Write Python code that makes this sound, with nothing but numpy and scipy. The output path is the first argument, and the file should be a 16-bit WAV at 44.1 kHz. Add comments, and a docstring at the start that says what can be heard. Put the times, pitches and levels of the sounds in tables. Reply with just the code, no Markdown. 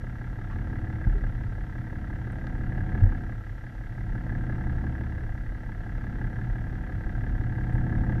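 """A six-cylinder boat diesel runs at about 700 rpm, heard from just under the sea surface.
Its periodic firing forces the hull to drone at the engine orders, and its knocks, repeating each
cycle, excite damped resonances in the metal. The sound swells and fades as waves pass overhead.
Water rumbles and air pockets gulp against the case of a submerged camera; a few ticks and the
thin whine and hiss of its electronics lie on top."""
import sys
import numpy as np
from scipy import signal
from scipy.fft import rfft, irfft, next_fast_len
from scipy.io import wavfile
from scipy.ndimage import uniform_filter1d, map_coordinates

SR = 44100
rng = np.random.default_rng(int(sys.argv[2]) if len(sys.argv) > 2 else 0)


def pcm_store(signal):
    """Save signal as 16-bit PCM."""
    levels = np.round(np.clip(np.atleast_2d(signal), -1, 1) * 32767)
    wavfile.write(sys.argv[1], SR, levels.astype(np.int16).T)


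N = 361619
TIME = np.arange(N) / SR
FREQ = np.maximum(np.fft.rfftfreq(N, 1 / SR), 1)
CYLINDERS = 6

# engine speed, hunting about its idle: (time [s], firing rate [Hz])
FIRING_RATE = [(0.0, 34.42), (1.15, 35.55), (1.69, 34.55), (1.97, 34.5), (2.46, 35.8), (3.23, 34.58),
               (3.74, 35.19), (4.56, 34.74), (4.92, 35.27), (5.54, 35.24), (5.97, 34.15), (6.21, 34.44),
               (6.45, 35.46), (6.64, 35.58), (7.15, 34.82), (7.87, 35.12), (8.2, 35.02)]
def crankshaft(twist_firings=0.006):
    """Phase is the integral of frequency: the running count of firings, jittered by uneven rotation."""
    return np.cumsum(curves(FIRING_RATE)[0]) / SR + twist_firings * drift(10)

# hull tones: (frequency [multiple of firing rate], level [dB re hull])
HULL_ORDERS = [(1, 2), (5, -4.5), (6, -10.5), (8, -13.5), (9, -8), (11, -23), (14, -25), (15, -22),
               (19, -25), (20, -25), (21, -17.5), (24, -28), (25, -26), (26, -29)]
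# hull response: (frequency [Hz], relative gain [dB])
HULL_RESPONSE = [(15, -29.5), (45, -15), (60, 6), (85, 0.5), (102, 3), (120, 6.5), (135, 6), (155, 3),
                 (172, -3), (190, 4.5), (208, 6), (230, -7.5), (295, -3), (335, -5), (370, -9.5),
                 (480, -28), (700, -63.5)]
def hull(firings):
    """Forced vibration: firing orders, with cycle harmonics between as no two cylinders push alike."""
    tones = sum(undb(db) * order_tone(firings, k, waver_db=.5 + .7, waver_rad=.22)
                for k, db in HULL_ORDERS)
    sounded_orders = [k for k, _ in HULL_ORDERS] + [2, 2.5, 3, 3.5, 7]
    comb = unit(ring(cyclic_noise(firings, repeat=0.57, skip=sounded_orders), spectrum(HULL_RESPONSE)))
    return wave_gain(db=-43.5, follow=2.2) * (tones + beating(firings) + undb(2.35) * comb)

def beating(firings, order=7, db=-7.5, second_db=-4, beat_s=0.6, crest_s=0.13):
    """Interference: an engine order and a weaker tone just above it beat at their difference frequency."""
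    phase = 2 * np.pi * order * firings
    second = undb(second_db) * np.sin(phase + 2 * np.pi * (TIME - crest_s) / beat_s)
    return undb(db) * np.sqrt(2) * (np.sin(phase) + second)

# tones that follow the waves: (frequency [multiple of firing rate], level [dB], swell response [dB/dB])
SWELLING_ORDERS = [(2.5, -44, 3), (3, -45, 0.7)]
# tones that fade on their own: (time [s], level of order 2 [dB], level of order 3.5 [dB])
FADING_ORDERS = [(0, -39, -39), (0.4, -50, -42), (1.0, -35, -37.5), (1.5, -47, -41), (1.9, -41, -41),
                 (2.3, -40, -39.5), (3.05, -40, -35), (3.55, -49, -48.5), (3.95, -58, -42.5),
                 (4.3, -44, -35), (4.7, -32.5, -31), (5.15, -35.5, -41), (5.65, -48.5, -46.5),
                 (6.35, -45, -33), (6.9, -43.5, -42), (7.35, -39.5, -37), (7.849, -37, -29.5),
                 (8.2, -37, -31.5)]
def drone(firings):
    """Periodic forcing: strong low tones at whole and half multiples of the firing rate."""
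    swelling = sum(order_tone(firings, k, waver_db=3.6, waver_rad=0.51) * wave_gain(db, follow)
                   for k, db, follow in SWELLING_ORDERS)
    fading = sum(order_tone(firings, k, waver_db=.5, waver_rad=.3) * undb(db)
                 for k, db in zip((2, 3.5), curves(FADING_ORDERS)))
    return swelling + fading

def order_tone(firings, order, waver_db, waver_rad):
    """Random modulation: the moving surface makes one engine order waver in level and phase."""
    phase = 2 * np.pi * (order * firings + rng.random()) + waver_rad * drift(1.18)
    return unit(np.sin(phase) * undb(waver_db * drift(0.94)))

# firing and valve knocks of one cycle: (position [firings], thud level [dB], clatter level [dB])
CYCLE_KNOCKS = [(0.08, -19, -15), (0.309, -6.5, -3), (0.539, -9, -6.5), (1.1, -22, -13), (1.311, 0.5, -1.5),
                (1.52, -10, -8.5), (2.28, -8, -0.5), (2.52, -3.5, -8.5), (2.769, -31.5, -16),
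                (3.091, -28, -8), (3.309, -7.5, -1), (3.53, -5.5, -10), (4.294, -5.5, -4), (4.54, -11, -11),
                (4.72, -12, -13.5), (5.05, -9.5, -12.5), (5.288, -1.5, -1), (5.56, -13.5, -7)]
THUD_COLUMN, CLATTER_COLUMN = 1, 2
# firings that strike harder, scaled by each layer's accent: (time [s], extra level [dB])
HARD_FIRINGS = [(0.9, 1.5), (1.01, 3), (1.04, 5.5), (1.13, 4), (1.24, 7), (2.47, 4), (2.72, 2.5),
                (2.78, 4.5), (2.89, 2), (2.92, 3.5), (2.95, 4), (3.04, 2.5), (3.12, 5.5), (4.15, 4.5),
                (4.3, 5.5), (4.5, 5), (4.95, 2), (5.18, 4), (5.24, 1.5), (5.72, 0.5), (5.95, 3.5),
                (6.22, 3), (6.36, 3.5), (6.56, 3), (7.04, 3.5), (7.15, 4.5), (7.24, 1), (7.58, 4),
                (7.78, 1.5), (7.9, 0.5), (7.92, 2.5)]
def knocks(firings, column, modes, rise_s, decay_s, scatter_db, accent, wash_db, alike, repeat, evenness):
    """Impact excitation: each knock sets off a short, exponentially decaying rattle in the modes."""
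    table, age = np.array(CYCLE_KNOCKS), np.arange(2048) / SR
    cycle_starts = CYLINDERS * np.arange(int(firings[-1] / CYLINDERS) + 1)
    positions = np.add.outer(cycle_starts, table[:, 0]).ravel()
    # all knocks of one firing share its force
    force_db = scatter_db * rng.standard_normal(CYLINDERS * len(cycle_starts))
    for s, extra_db in HARD_FIRINGS:
        force_db[int(np.interp(s, TIME, firings))] = accent * extra_db
    knock_db = np.tile(table[:, column], len(cycle_starts)) + force_db[positions.astype(int)]
    impacts = np.bincount(np.searchsorted(firings, positions), undb(knock_db) ** 2, N)
    # multipath through hull and water rounds each attack and leaves a wash between knocks
    shape = (1 - np.exp(-age / rise_s)) * np.exp(-age / decay_s)
    power = signal.fftconvolve(impacts, shape ** 2)[:N]
    envelope = np.sqrt(np.abs(power / power.mean()) + undb(wash_db) ** 2)
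    # the rattle is partly alike in every firing, partly the cylinder's own, partly new
    common = np.sqrt(alike) * cyclic_noise(firings, repeat=0.99, period=1)
    individual = np.sqrt(1 - alike) * cyclic_noise(firings, repeat)
    body = np.sqrt(resonances(modes))  # square root, as it filters twice
    rattle = signal.hilbert(ring(common + individual, body), next_fast_len(N))[:N]
    even_rattle = rattle.real / np.abs(rattle) ** evenness  # flattened so the knocks set the beat
    return unit(ring(envelope * even_rattle, body))

def cyclic_noise(firings, repeat, period=CYLINDERS, skip=()):
    """Partial periodicity: a share of the noise recurs every `period` firings, less the skipped orders."""
    size = 1024 * period
    harmonics = np.exp(2j * np.pi * rng.random(size // 2))
    harmonics[[round(period * k) for k in skip]] = 0
    position = firings / period % 1 * size
    periodic = map_coordinates(irfft(harmonics, size), [position], order=1, mode="nearest")
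    return np.sqrt(repeat) * unit(periodic) + np.sqrt(1 - repeat) * rng.standard_normal(N)

# the hull's main metallic modes: (frequency [Hz], bandwidth [Hz], relative gain [dB])
METAL_MODES = [(1575, 58, -4.5), (1649, 99, -3.5), (1722, 91, -7.5)]
def metal_ring(firings, growth_db_per_s=0.18):
    """Resonance: knocks ring a cluster of hull modes near 1.65 kHz, which slowly grows louder."""
    metal = knocks(firings, CLATTER_COLUMN, METAL_MODES, rise_s=0.00032, decay_s=0.0064,
                   scatter_db=1.1, accent=1.0, wash_db=-7.0, alike=0.25, repeat=0.47, evenness=0.37)
    growth = undb(growth_db_per_s * (TIME - TIME.mean()))
    return wave_gain(db=-51, follow=1.08) * growth * metal

# modes around the main ring: (frequency [Hz], bandwidth [Hz], relative gain [dB])
BRIGHT_MODES = [(1261, 150, -13), (1348, 146, -7.5), (1947, 162, -7), (2030, 170, -14), (2265, 190, -24),
                (2740, 270, -26), (3250, 290, -29.5), (3580, 150, -35.5), (3580, 1400, -39)]
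def clatter(firings, fade_db_per_s=0.08):
    """Modal superposition: knocks excite widely spread modes in a bright clatter that slowly recedes."""
    rattle = knocks(firings, CLATTER_COLUMN, BRIGHT_MODES, rise_s=0.00048, decay_s=0.0076,
                    scatter_db=0.94, accent=0.44, wash_db=-9.0, alike=0.15, repeat=0.32, evenness=0.77)
    fade = undb(-fade_db_per_s * (TIME - TIME.mean()))
    return wave_gain(db=-54.3, follow=0.7) * fade * rattle

# modes of the engine block: (frequency [Hz], bandwidth [Hz], relative gain [dB])
THUD_MODES = [(409, 90, 4.5), (517, 85, 4.5), (674, 133, 4), (758, 63, -0.5), (867, 100, 4), (1015, 69, -5),
              (1220, 440, -9.5)]
def block_thud(firings):
    """Damped vibration: the block's low modes answer each knock with a short thud."""
    thud = knocks(firings, THUD_COLUMN, THUD_MODES, rise_s=0.00079, decay_s=0.0053,
                  scatter_db=0.74, accent=0.15, wash_db=-6, alike=0.073, repeat=0.21, evenness=0.49)
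    return wave_gain(db=-52, follow=1.2) * thud

# rise and fall of the engine sound under the waves: (time [s], swell [dB])
WAVE_SWELL = [(0.0, -2), (0.4, -1), (0.75, 0.65), (1.15, -0.1), (1.5, -1.5), (2.25, 0.03), (2.6, 0.7),
              (2.97, 2.5), (3.2, 0.6), (3.5, -4), (3.85, -3), (4.3, 1.2), (4.6, 2), (4.9, 1.5),
              (5.45, -2.5), (5.8, -0.8), (6.25, 1), (6.5, -0.1), (6.95, -0.05), (7.6, 1.5), (7.93, 3.5),
              (8.2, 3.5)]
def wave_gain(db, follow):
    """Amplitude modulation: passing waves move a layer's level by `follow` dB per dB of swell."""
    return undb(db + follow * curves(WAVE_SWELL)[0])

# spectrum of the rumble: (frequency [Hz], relative level [dB])
RUMBLE_SPECTRUM = [(5, -33.5), (11, -9.5), (20, -3), (28, 1), (36, 0), (45, 5), (60, -11.5), (80, -16),
                   (100, -2.5), (118, -6.5), (140, -23), (300, -36.5), (600, -73)]
# strength of the rumble: (time [s], level [dB])
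RUMBLE_LEVEL = [(0, -38), (.55, -32), (.85, -35.5), (1.3, -28.5), (1.7, -36), (2.9, -30.5), (3.6, -37),
                (4.65, -31), (5, -39), (5.35, -31), (5.65, -35), (7.3, -29.5), (8.2, -29)]
def water_rumble():
    """Pressure fluctuation: water pushing on the case makes low-frequency noise."""
    return undb(curves(RUMBLE_LEVEL)[0]) * shaped_noise(RUMBLE_SPECTRUM)

# air pockets at the case: (time [s], frequency [Hz], peak level [dB], rise [s], decay [s])
AIR_POCKETS = [(0.558, 97, -23, 0.0052, 0.026), (1.065, 109, -17.5, 0.011, 0.0041),
               (1.067, 182, -26, 0.0053, 0.011), (1.068, 38.55, -14, 0.013, 0.079),
               (1.147, 405, -39, 0.0068, 0.033), (3.008, 94.5, -12, 0.031, 0.027),
               (3.007, 35.1, -12, 0.042, 0.047), (5.217, 417, -45, 0.011, 0.014)]
def gulps():
    """Bubble resonance: each air pocket swells up and rings out at its natural frequency."""
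    out = np.zeros(N)
    for s, hz, db, rise, decay in AIR_POCKETS:
        age = np.maximum(TIME - s, 0)
        attack = np.sin(np.pi / 2 * np.minimum(age / rise, 1))
        release = np.exp(-np.maximum(age - rise, 0) / decay)
        out += undb(db) * attack * release * np.sin(2 * np.pi * hz * age)
    return out

# a gurgle and ticks in the water: (time [s], frequency [Hz], bandwidth [Hz], peak level [dB], decay [s])
WATER_TICKS = [(.510, 1250, 650, -39, .022), (2.3213, 8800, 2000, -51, .0006),
               (2.4700, 3000, 2300, -39.5, .0004), (7.729, 8500, 5000, -59, .003),
               (7.734, 8500, 5000, -55, .005), (7.743, 10000, 6000, -52, .002)]
def ticks(size=2048):
    """Transient response: an impulse and a short fizz pass twice through a resonator."""
    out, age = np.zeros(N + size), np.arange(size) / SR
    for s, hz, width, db, decay in WATER_TICKS:
        b, a = signal.iirpeak(hz, hz / width, SR)
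        crack = rng.standard_normal(size) * np.exp(-age / decay) + 8 * (age == 0)
        snap = signal.lfilter(b, a, signal.lfilter(b, a, crack))
        out[int(s * SR):][:size] += undb(db) * snap / np.abs(snap).max()
    return out[:N]

# electronic hiss: (frequency [Hz], relative level [dB])
HISS_SPECTRUM = [(300, -1), (2700, 0), (4000, -4), (5400, -8), (5750, -4.5), (6100, -9), (7000, -11),
                 (9500, -15), (12800, -16.5), (15000, -26)]
def electronics(whine_hz=5694, frame_hz=59.94, duty=.42, hiss_db=-67.0):
    """Pulse modulation: over steady hiss, the camera's whine and its octave pulse at its frame rate."""
    gate = uniform_filter1d((TIME * frame_hz % 1 < duty) * 1., size=40)
    phase = 2 * np.pi * whine_hz * TIME + .55 * drift(40)
    fundamental = undb(-87) * (1 + gate) / 2 * unit(np.sin(phase))
    octave = undb(-80.5) * gate * unit(np.sin(2 * phase))
    return fundamental + octave + undb(hiss_db) * shaped_noise(HISS_SPECTRUM)

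def undb(db):
    """Decibels to amplitude ratio."""
    return 10 ** (np.asarray(db) / 20)

def unit(x):
    """Normalisation to rms 1."""
    return x / np.sqrt(np.mean(x ** 2))

def curves(table):
    """Linear interpolation of a timed table's columns at every sample."""
    s, *columns = np.transpose(table)
    return [np.interp(TIME, s, c) for c in columns]

def drift(hz):
    """Low-passed noise: a smooth random drift of rms 1."""
    return unit(irfft(rfft(rng.standard_normal(N)) * np.exp(-(FREQ / hz) ** 2), N))

def spectrum(points):
    """Gain through (frequency [Hz], level [dB]) points, falling 24 dB per octave above the last."""
    hz, db = np.transpose(points)
    return undb(np.interp(np.log(FREQ), np.log(hz), db)) * np.minimum(hz[-1] / FREQ, 1) ** 4

def shaped_noise(points):
    """Spectral shaping of white noise, at rms 1."""
    return unit(ring(rng.standard_normal(N), spectrum(points)))

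def resonances(modes):
    """Power summation of steep-sided resonances into one gain curve."""
    gains = (undb(db) / (1 + ((FREQ - hz * hz / FREQ) / width / 1.3) ** 2) for hz, width, db in modes)
    return np.sqrt(sum(gain ** 2 for gain in gains))

def ring(x, gain):
    """Causality: a minimum-phase filter with the given gain rings only after each blow."""
    cepstrum = irfft(np.log(gain + gain.max() / 10 ** 6), N)
    cepstrum[1:N // 2] *= 2
    cepstrum[N // 2:] = 0
    return irfft(rfft(x, N) * np.exp(rfft(cepstrum)), N)

def scene():
    """Superposition: the engine heard through the water, plus the small sounds close by."""
    firings = crankshaft()
    knocking = metal_ring(firings) + clatter(firings) + block_thud(firings)
    humming = hull(firings) + drone(firings)
    nearby = water_rumble() + gulps() + ticks() + electronics()
    return (knocking + humming + nearby)[None]

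def record(dry):
    """Band limiting: a steep low-pass filter cuts the treble above 15 kHz."""
    return signal.sosfilt(signal.ellip(8, .2, 70, 15000, fs=SR, output="sos"), dry)

dry = scene()
out = record(dry)
pcm_store(out)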